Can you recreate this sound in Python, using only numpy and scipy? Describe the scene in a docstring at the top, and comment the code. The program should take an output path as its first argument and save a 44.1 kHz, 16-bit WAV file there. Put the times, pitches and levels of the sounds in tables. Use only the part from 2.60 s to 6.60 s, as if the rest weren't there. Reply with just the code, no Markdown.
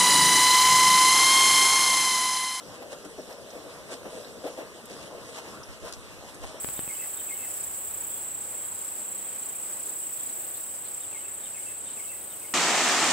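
"""Water rushes steadily beyond a dark yard, with a fine patter of drops in it.
Up close a hand shifts on the camera: dull bumps and knocks sound its hollow case, a fingertip scuffs.
Cloth rustles, a few small ticks ring, and late on air buffets the two microphone ports.
The camera widens its stereo by subtracting from each side a delayed copy of the other."""
import sys
import numpy as np
from scipy import signal
from scipy.fft import rfft, irfft, next_fast_len
from scipy.io import wavfile
from scipy.ndimage import uniform_filter1d, map_coordinates

SR = 44100
rng = np.random.default_rng(int(sys.argv[2]) if len(sys.argv) > 2 else 0)


def put_to_file(sound):
    """Save the sound as 16-bit audio at rate SR, in the file named by the first command-line argument."""
    columns = np.atleast_2d(sound).T  # one column per channel
    safe = np.clip(columns, -1, 1)
    whole_steps = np.round(safe * 32767)
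    wavfile.write(sys.argv[1], SR, whole_steps.astype(np.int16))


N = 176400

# Tone of the water's low rush: freq_hz, gain_db
RUSH_TONE = [(25, -8), (60, 4.5), (120, 2.5), (175, 1.5), (250, 0), (380, -1.5), (510, -7.5), (640, -7),
             (800, -10), (1200, -9), (1900, -15), (2700, -15.5), (5000, -31.5)]
# Slow rise and fall of the rush: time_s, level_db
RUSH_LEVEL = [(0, -44.5), (.8, -47.5), (1.1, -44), (2.2, -45.5), (3.1, -44), (4, -44)]
# Bright hiss of the spray and drops: freq_hz, gain_db
SPRAY_TONE = [(600, -20), (1700, 0), (3400, -.3), (4900, .6), (6500, -2.1), (8500, -.8), (10000, -3.6),
              (12000, -9.5), (14300, -13.5)]

def water():
    """Rushing water: a churning body, a smooth spray above it and a patter of tiny drops."""
    spray_db, patter_db, drops_per_s = -51, -61.5, 250
    rush_gain = amp(curve(RUSH_LEVEL) + 0.93 * wobble(rate_hz=16))
    rush = at_ports(patchy_noise(depth_db=2.5), RUSH_TONE) * rush_gain
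    spray_gain = amp(spray_db + 0.95 * wobble(rate_hz=12))
    lean_right = amp([[-.5], [.5]])
    spray = at_ports(patchy_noise(depth_db=2.5), SPRAY_TONE) * spray_gain * lean_right
    drops = (rng.random((2, N)) < drops_per_s / SR) * rng.standard_normal((2, N))
    return rush + spray + amp(patter_db) * at_ports(drops, SPRAY_TONE)


# Firm finger knocks, low-pitched for a soft contact: start_s, peak_db, pitch_hz
KNOCK_HITS = [(.455, -31, 250), (.587, -28.5, 470), (1.05, -36, 240), (1.457, -29.5, 250),
              (1.472, -34, 520), (1.843, -23.5, 350), (1.854, -25, 520), (1.98, -30, 580)]
# Short modes of the knocked case: freq_hz, level_db, t60_s
KNOCK_RING = [(205, -6, .11), (300, 0, .07), (385, -2, .05), (490, -1, .055), (600, -2, .045),
              (790, -10, .025)]

def knocks():
    """A finger knock rings the case's modes; a softer contact favours the low ones."""
    attack_s, focus_db = .003, 13  # focus: loss of a mode one octave from the knock's pitch
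    left, t = np.zeros(N), np.arange(SR // 8) / SR
    for start_s, peak_db, pitch_hz in KNOCK_HITS:
        ring = np.zeros(len(t))
        for hz, level_db, t60_s in KNOCK_RING:
            struck_db = level_db - focus_db * np.log2(hz / pitch_hz) ** 2
            ring += amp(struck_db - 60 * t / t60_s) * np.sin(2 * np.pi * hz * t)
        ring *= 1 - np.exp(-t / attack_s)
        left[round(start_s * SR):][:len(t)] += amp(peak_db) * ring / np.abs(ring).max()
    right = filtered(left, lambda hz: delay(hz, LEFT_LEADS_S))
    return np.array([left, right])


# Faint, constant rub of the grip: time_s, rub_db, rumble_db
GRIP_LEVEL = [(0, -49, -55), (.35, -50.5, -49.5), (.52, -59, -45), (.8, -48, -48.5), (1.1, -51.5, -52.5),
              (1.7, -48, -46), (2.2, -57.5, -49.5), (2.551, -46, -48), (3.1, -60, -51), (4, -50.5, -62)]
# Shifts of the hand: start_s, hollow_db, hold_s, release_t60_s, thud_db
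HAND_SHIFTS = [(0.218, -45.5, 0.038, 0.22, -56), (0.318, -37, 0.009, 0.051, -58),
               (0.439, -47, 0.018, 0.088, -41), (0.577, -41, 0.024, 0.09, -38),
               (0.682, -50.5, 0.045, 0.092, -62), (0.928, -46, 0.057, 0.11, -44),
               (1.036, -44.5, 0.013, 0.5, -45.5), (1.295, -45.5, 0.058, 0.087, -66),
               (1.449, -38, 0.019, 0.062, -38), (1.525, -43.5, 0.055, 0.23, -42),
               (1.836, -36, 0.014, 0.29, -38), (1.972, -38, 0.049, 0.21, -64),
               (2.3, -45.5, 0.014, 0.11, -38), (2.47, -51, 0.014, 0.056, -45),
               (3.219, -45, 0.045, 0.063, -41), (3.816, -45.5, 0.035, 0.14, -50),
               (3.938, -42.5, 0.011, .1, -43)]
# Boxy tone of the rubbed case: freq_hz, gain_db
HOLLOW_TONE = [(100, -101), (250, -1), (330, -2), (410, -10.5), (490, 4.5), (580, 2), (650, -1),
               (770, -9.5), (1050, -19.5), (1600, -18), (3000, -28), (9000, -41)]
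# Low weight under it: freq_hz, gain_db
THUD_TONE = [(40, 14), (130, 2.5), (220, 11), (330, 0.5), (450, 13), (900, -33), (3000, -32)]

def hand_bumps():
    """The grip rubs faintly throughout; each shift sounds the hollow case over a low thud."""
    attack_s = .005
    times, rub_db, rumble_db = np.transpose(GRIP_LEVEL)
    hollow_power = amp(np.interp(clock(), times, rub_db)) ** 2
    thud_power = amp(np.interp(clock(), times, rumble_db)) ** 2
    for start_s, hollow_db, hold_s, release_t60_s, thud_db in HAND_SHIFTS:
        t = clock() - start_s
        envelope = np.clip(t / attack_s, 0, 1) * amp(-60 * np.maximum(t - hold_s, 0) / release_t60_s)
        hollow_power += (amp(hollow_db) * envelope) ** 2
        thud_power += (amp(thud_db) * envelope) ** 2
    hollow = np.sqrt(hollow_power) * at_ports(noise_pair(), HOLLOW_TONE)
    thud = np.sqrt(thud_power) * at_ports(noise_pair(), THUD_TONE)
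    return hollow + thud


# Dry fingertip strokes: peak_s, level_db, half_length_s
SCUFF_STROKES = [(0.227, -41.5, 0.0049), (0.329, -48, 0.0097), (0.715, -45.5, .022), (0.965, -51.5, 0.054),
                 (1.466, -50, 0.013), (1.876, -39.5, 0.012), (2.002, -42.5, 0.019), (2.785, -40.5, 0.011),
                 (2.868, -46, 0.021), (3.275, -43.5, .022), (3.841, -41.5, 0.0074)]
# Midrange rasp of skin on the case: freq_hz, gain_db
SCUFF_TONE = [(300, -45), (600, 8), (800, 3.5), (1100, 1), (1500, -6), (2200, -3), (5000, -17)]

def scuffs():
    """A fingertip slides briefly on the case, brighter than the bumps."""
    return swells(SCUFF_STROKES) * at_ports(noise_pair(), SCUFF_TONE)


# Swishes of cloth: peak_s, level_db, half_length_s
CLOTH_STROKES = [(0.15, -51.5, 0.022), (0.328, -43, 0.014), (0.454, -50, 0.0085), (0.712, -52, 0.03),
                 (1.329, -39, 0.016), (1.56, -51, 0.07), (1.878, -48.5, 0.052), (1.982, -51, 0.016),
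                 (2.323, -45.5, 0.027), (2.415, -49.5, 0.054), (2.695, -48, 0.0098), (2.768, -42.5, 0.027),
                 (2.874, -51, 0.1), (3.13, -51.5, 0.038), (3.268, -46, 0.034), (3.687, -48, 0.016),
                 (3.838, -48, 0.021), (3.89, -47, 0.038)]
# Crisp, airy tone of the fabric: freq_hz, gain_db
CLOTH_TONE = [(150, -32), (500, -47), (900, 2.5), (1500, 1.5), (3400, 1), (8500, -1.5), (10500, -5.5),
              (14000, -35)]

def cloth():
    """Cloth rubs in quick uneven slips, making grainy swishes that swell and fade."""
    rough_db = 2.5
    friction = noise_pair() * amp(rough_db * wobble(rate_hz=700))
    return swells(CLOTH_STROKES) * at_ports(friction, CLOTH_TONE)


# Small bright ticks: start_s, level_db, pitch_hz, width_octaves, t60_s
TICK_HITS = [(.449, -45.5, 7850, .4, 0.05), (0.727, -45, 5400, 0.14, 0.033), (.905, -46, 5800, 0.4, 0.047),
             (1.6466, -45.5, 3980, 0.24, 0.053), (2.256, -42.5, 8900, 0.38, 0.044),
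             (3.0323, -41.5, 5540, 0.13, 0.071), (3.3251, -29, 4940, 0.65, 0.016),
             (3.3352, -36.5, 5100, 0.58, 0.055), (3.744, -43.5, 7940, 0.37, 0.06)]

def ticks():
    """Small sharp contacts, each ringing briefly in its own band."""
    out = np.zeros((2, N))
    for start_s, level_db, pitch_hz, width_octaves, t60_s in TICK_HITS:
        t = clock() - start_s
        band = lambda hz: np.exp(-.5 * (np.log2((hz + 1) / pitch_hz) / width_octaves) ** 2)
        ring = unit(filtered(noise_pair(), band))
        out += ring * (t > 0) * amp(level_db - 60 * np.abs(t) / t60_s)
    return out


# Late puffs of air on the ports: time_s, level_db
BUFFET_LEVEL = [(0, -76), (3.0, -73), (3.1, -46), (3.19, -61), (3.24, -42), (3.3, -62), (3.36, -46),
                (3.46, -56), (3.56, -50), (3.65, -59), (3.78, -54), (3.86, -38.5), (3.92, -60), (4, -53)]
# Their deep rumble: freq_hz, gain_db
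BUFFET_TONE = [(15, -25), (35, 6), (65, 1), (110, -6), (200, -47), (600, -42)]

def air_buffet():
    """Moving air rumbles on each port separately."""
    rumble = filtered(noise_pair(), lambda hz: amp(along(BUFFET_TONE, hz)))
    return amp(curve(BUFFET_LEVEL)) * unit(rumble)


# Stereo width at the two close ports, side against mid: freq_hz, side_db
PORT_WIDTH = [(30, -15), (160, -16.5), (350, -14.8), (600, -11.5), (1000, -5), (1500, 1), (2400, .5),
              (3500, 0)]
LEFT_LEADS_S = .00009  # the left port hears the nearly mono part first

def at_ports(pair, tone):
    """Two unrelated signals become one coloured stereo sound of rms 1, nearly mono in the bass."""
    width = lambda hz: amp(along(PORT_WIDTH, hz))
    mid, side = filtered(pair, lambda hz: amp(along(tone, hz)) / np.hypot(1, width(hz)))
    side = filtered(side, width)
    late_mid = filtered(mid, lambda hz: delay(hz, LEFT_LEADS_S / (1 + (hz / 1500) ** 2)))
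    return unit(np.array([mid + side, late_mid - side]))


# Hollow resonances of the camera's case: centre_hz, width_hz, gain_over_direct
CASE_RESONANCES = [(301, 14, 0.42), (487, 11, 0.62), (570, 14, 0.45), (634, 11, 0.7), (1045, 30, 0.22)]

def hollow_case(hz):
    """The case's response: narrow resonances added to the direct sound."""
    return 1 + sum(gain * 1j * hz * width / (centre ** 2 - hz ** 2 + 1j * hz * width)
                   for centre, width, gain in CASE_RESONANCES)


def amp(db):
    """Decibels to gain."""
    return 10 ** (np.asarray(db) / 20)


def unit(x):
    """x at rms 1."""
    return x / np.sqrt(np.mean(x ** 2) + 1e-20)


def clock():
    """The time of every sample."""
    return np.arange(N) / SR


def along(points, hz):
    """An EQ curve: (freq_hz, value) points joined on a log axis."""
    freqs, values = np.transpose(points)
    return np.interp(np.log(hz + 1), np.log(freqs + 1), values)


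def curve(points):
    """A fader move: (time_s, value) points joined by lines."""
    return np.interp(clock(), *np.transpose(points))


def swells(strokes):
    """The envelope of bell-shaped strokes, summed in power."""
    return np.sqrt(sum(amp(level_db) ** 2 * np.exp(-((clock() - peak_s) / half_length_s) ** 2)
                       for peak_s, level_db, half_length_s in strokes))


def wobble(rate_hz):
    """A smooth random curve through rate_hz points a second."""
    return map_coordinates(rng.standard_normal(4096), [clock() * rate_hz], mode="wrap")


def noise_pair():
    """Two unrelated white noises."""
    return rng.standard_normal((2, N))


def patchy_noise(depth_db):
    """Two noises with patches of random gain in time and frequency."""
    spectrogram = signal.stft(noise_pair(), nperseg=512)[2]
    patches = uniform_filter1d(rng.standard_normal(spectrogram.shape[1:]), size=6, axis=0)
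    patches = uniform_filter1d(patches, size=9, axis=1)
    return signal.istft(spectrogram * amp(depth_db * unit(patches)), nperseg=512)[1][:, :N]


def delay(hz, delay_s):
    """The frequency response of a delay."""
    return np.exp(-2j * np.pi * hz * delay_s)


def filtered(x, response):
    """x through a complex frequency response."""
    size = next_fast_len(N + 8192)
    return irfft(rfft(x, size) * response(np.fft.rfftfreq(size, 1 / SR)), size)[..., :N]


def scene():
    """Everything that reaches the two ports, coloured by the hollow case."""
    mix = water() + hand_bumps() + knocks() + scuffs() + cloth() + ticks() + air_buffet()
    return filtered(mix, hollow_case)


# Cross-feed of the stereo widener: freq_hz, share_of_other_side
CROSS_FEED = [(100, .96), (1200, .96), (2000, 1), (2600, 1), (3450, .7), (4600, .48), (5800, .3),
              (6900, .27), (9000, .18), (14000, .15)]

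def record(dry):
    """The camera subtracts a delayed cross-feed, trims the level for it and cuts the top treble."""
    cross_delay_s, top_hz = .000435, 14350
    share = lambda hz: along(CROSS_FEED, hz)
    wide = dry - filtered(dry[::-1], lambda hz: share(hz) * delay(hz, cross_delay_s))
    return filtered(wide, lambda hz: (hz < top_hz) / np.hypot(1, share(hz)))


dry = scene()
out = record(dry)
put_to_file(out)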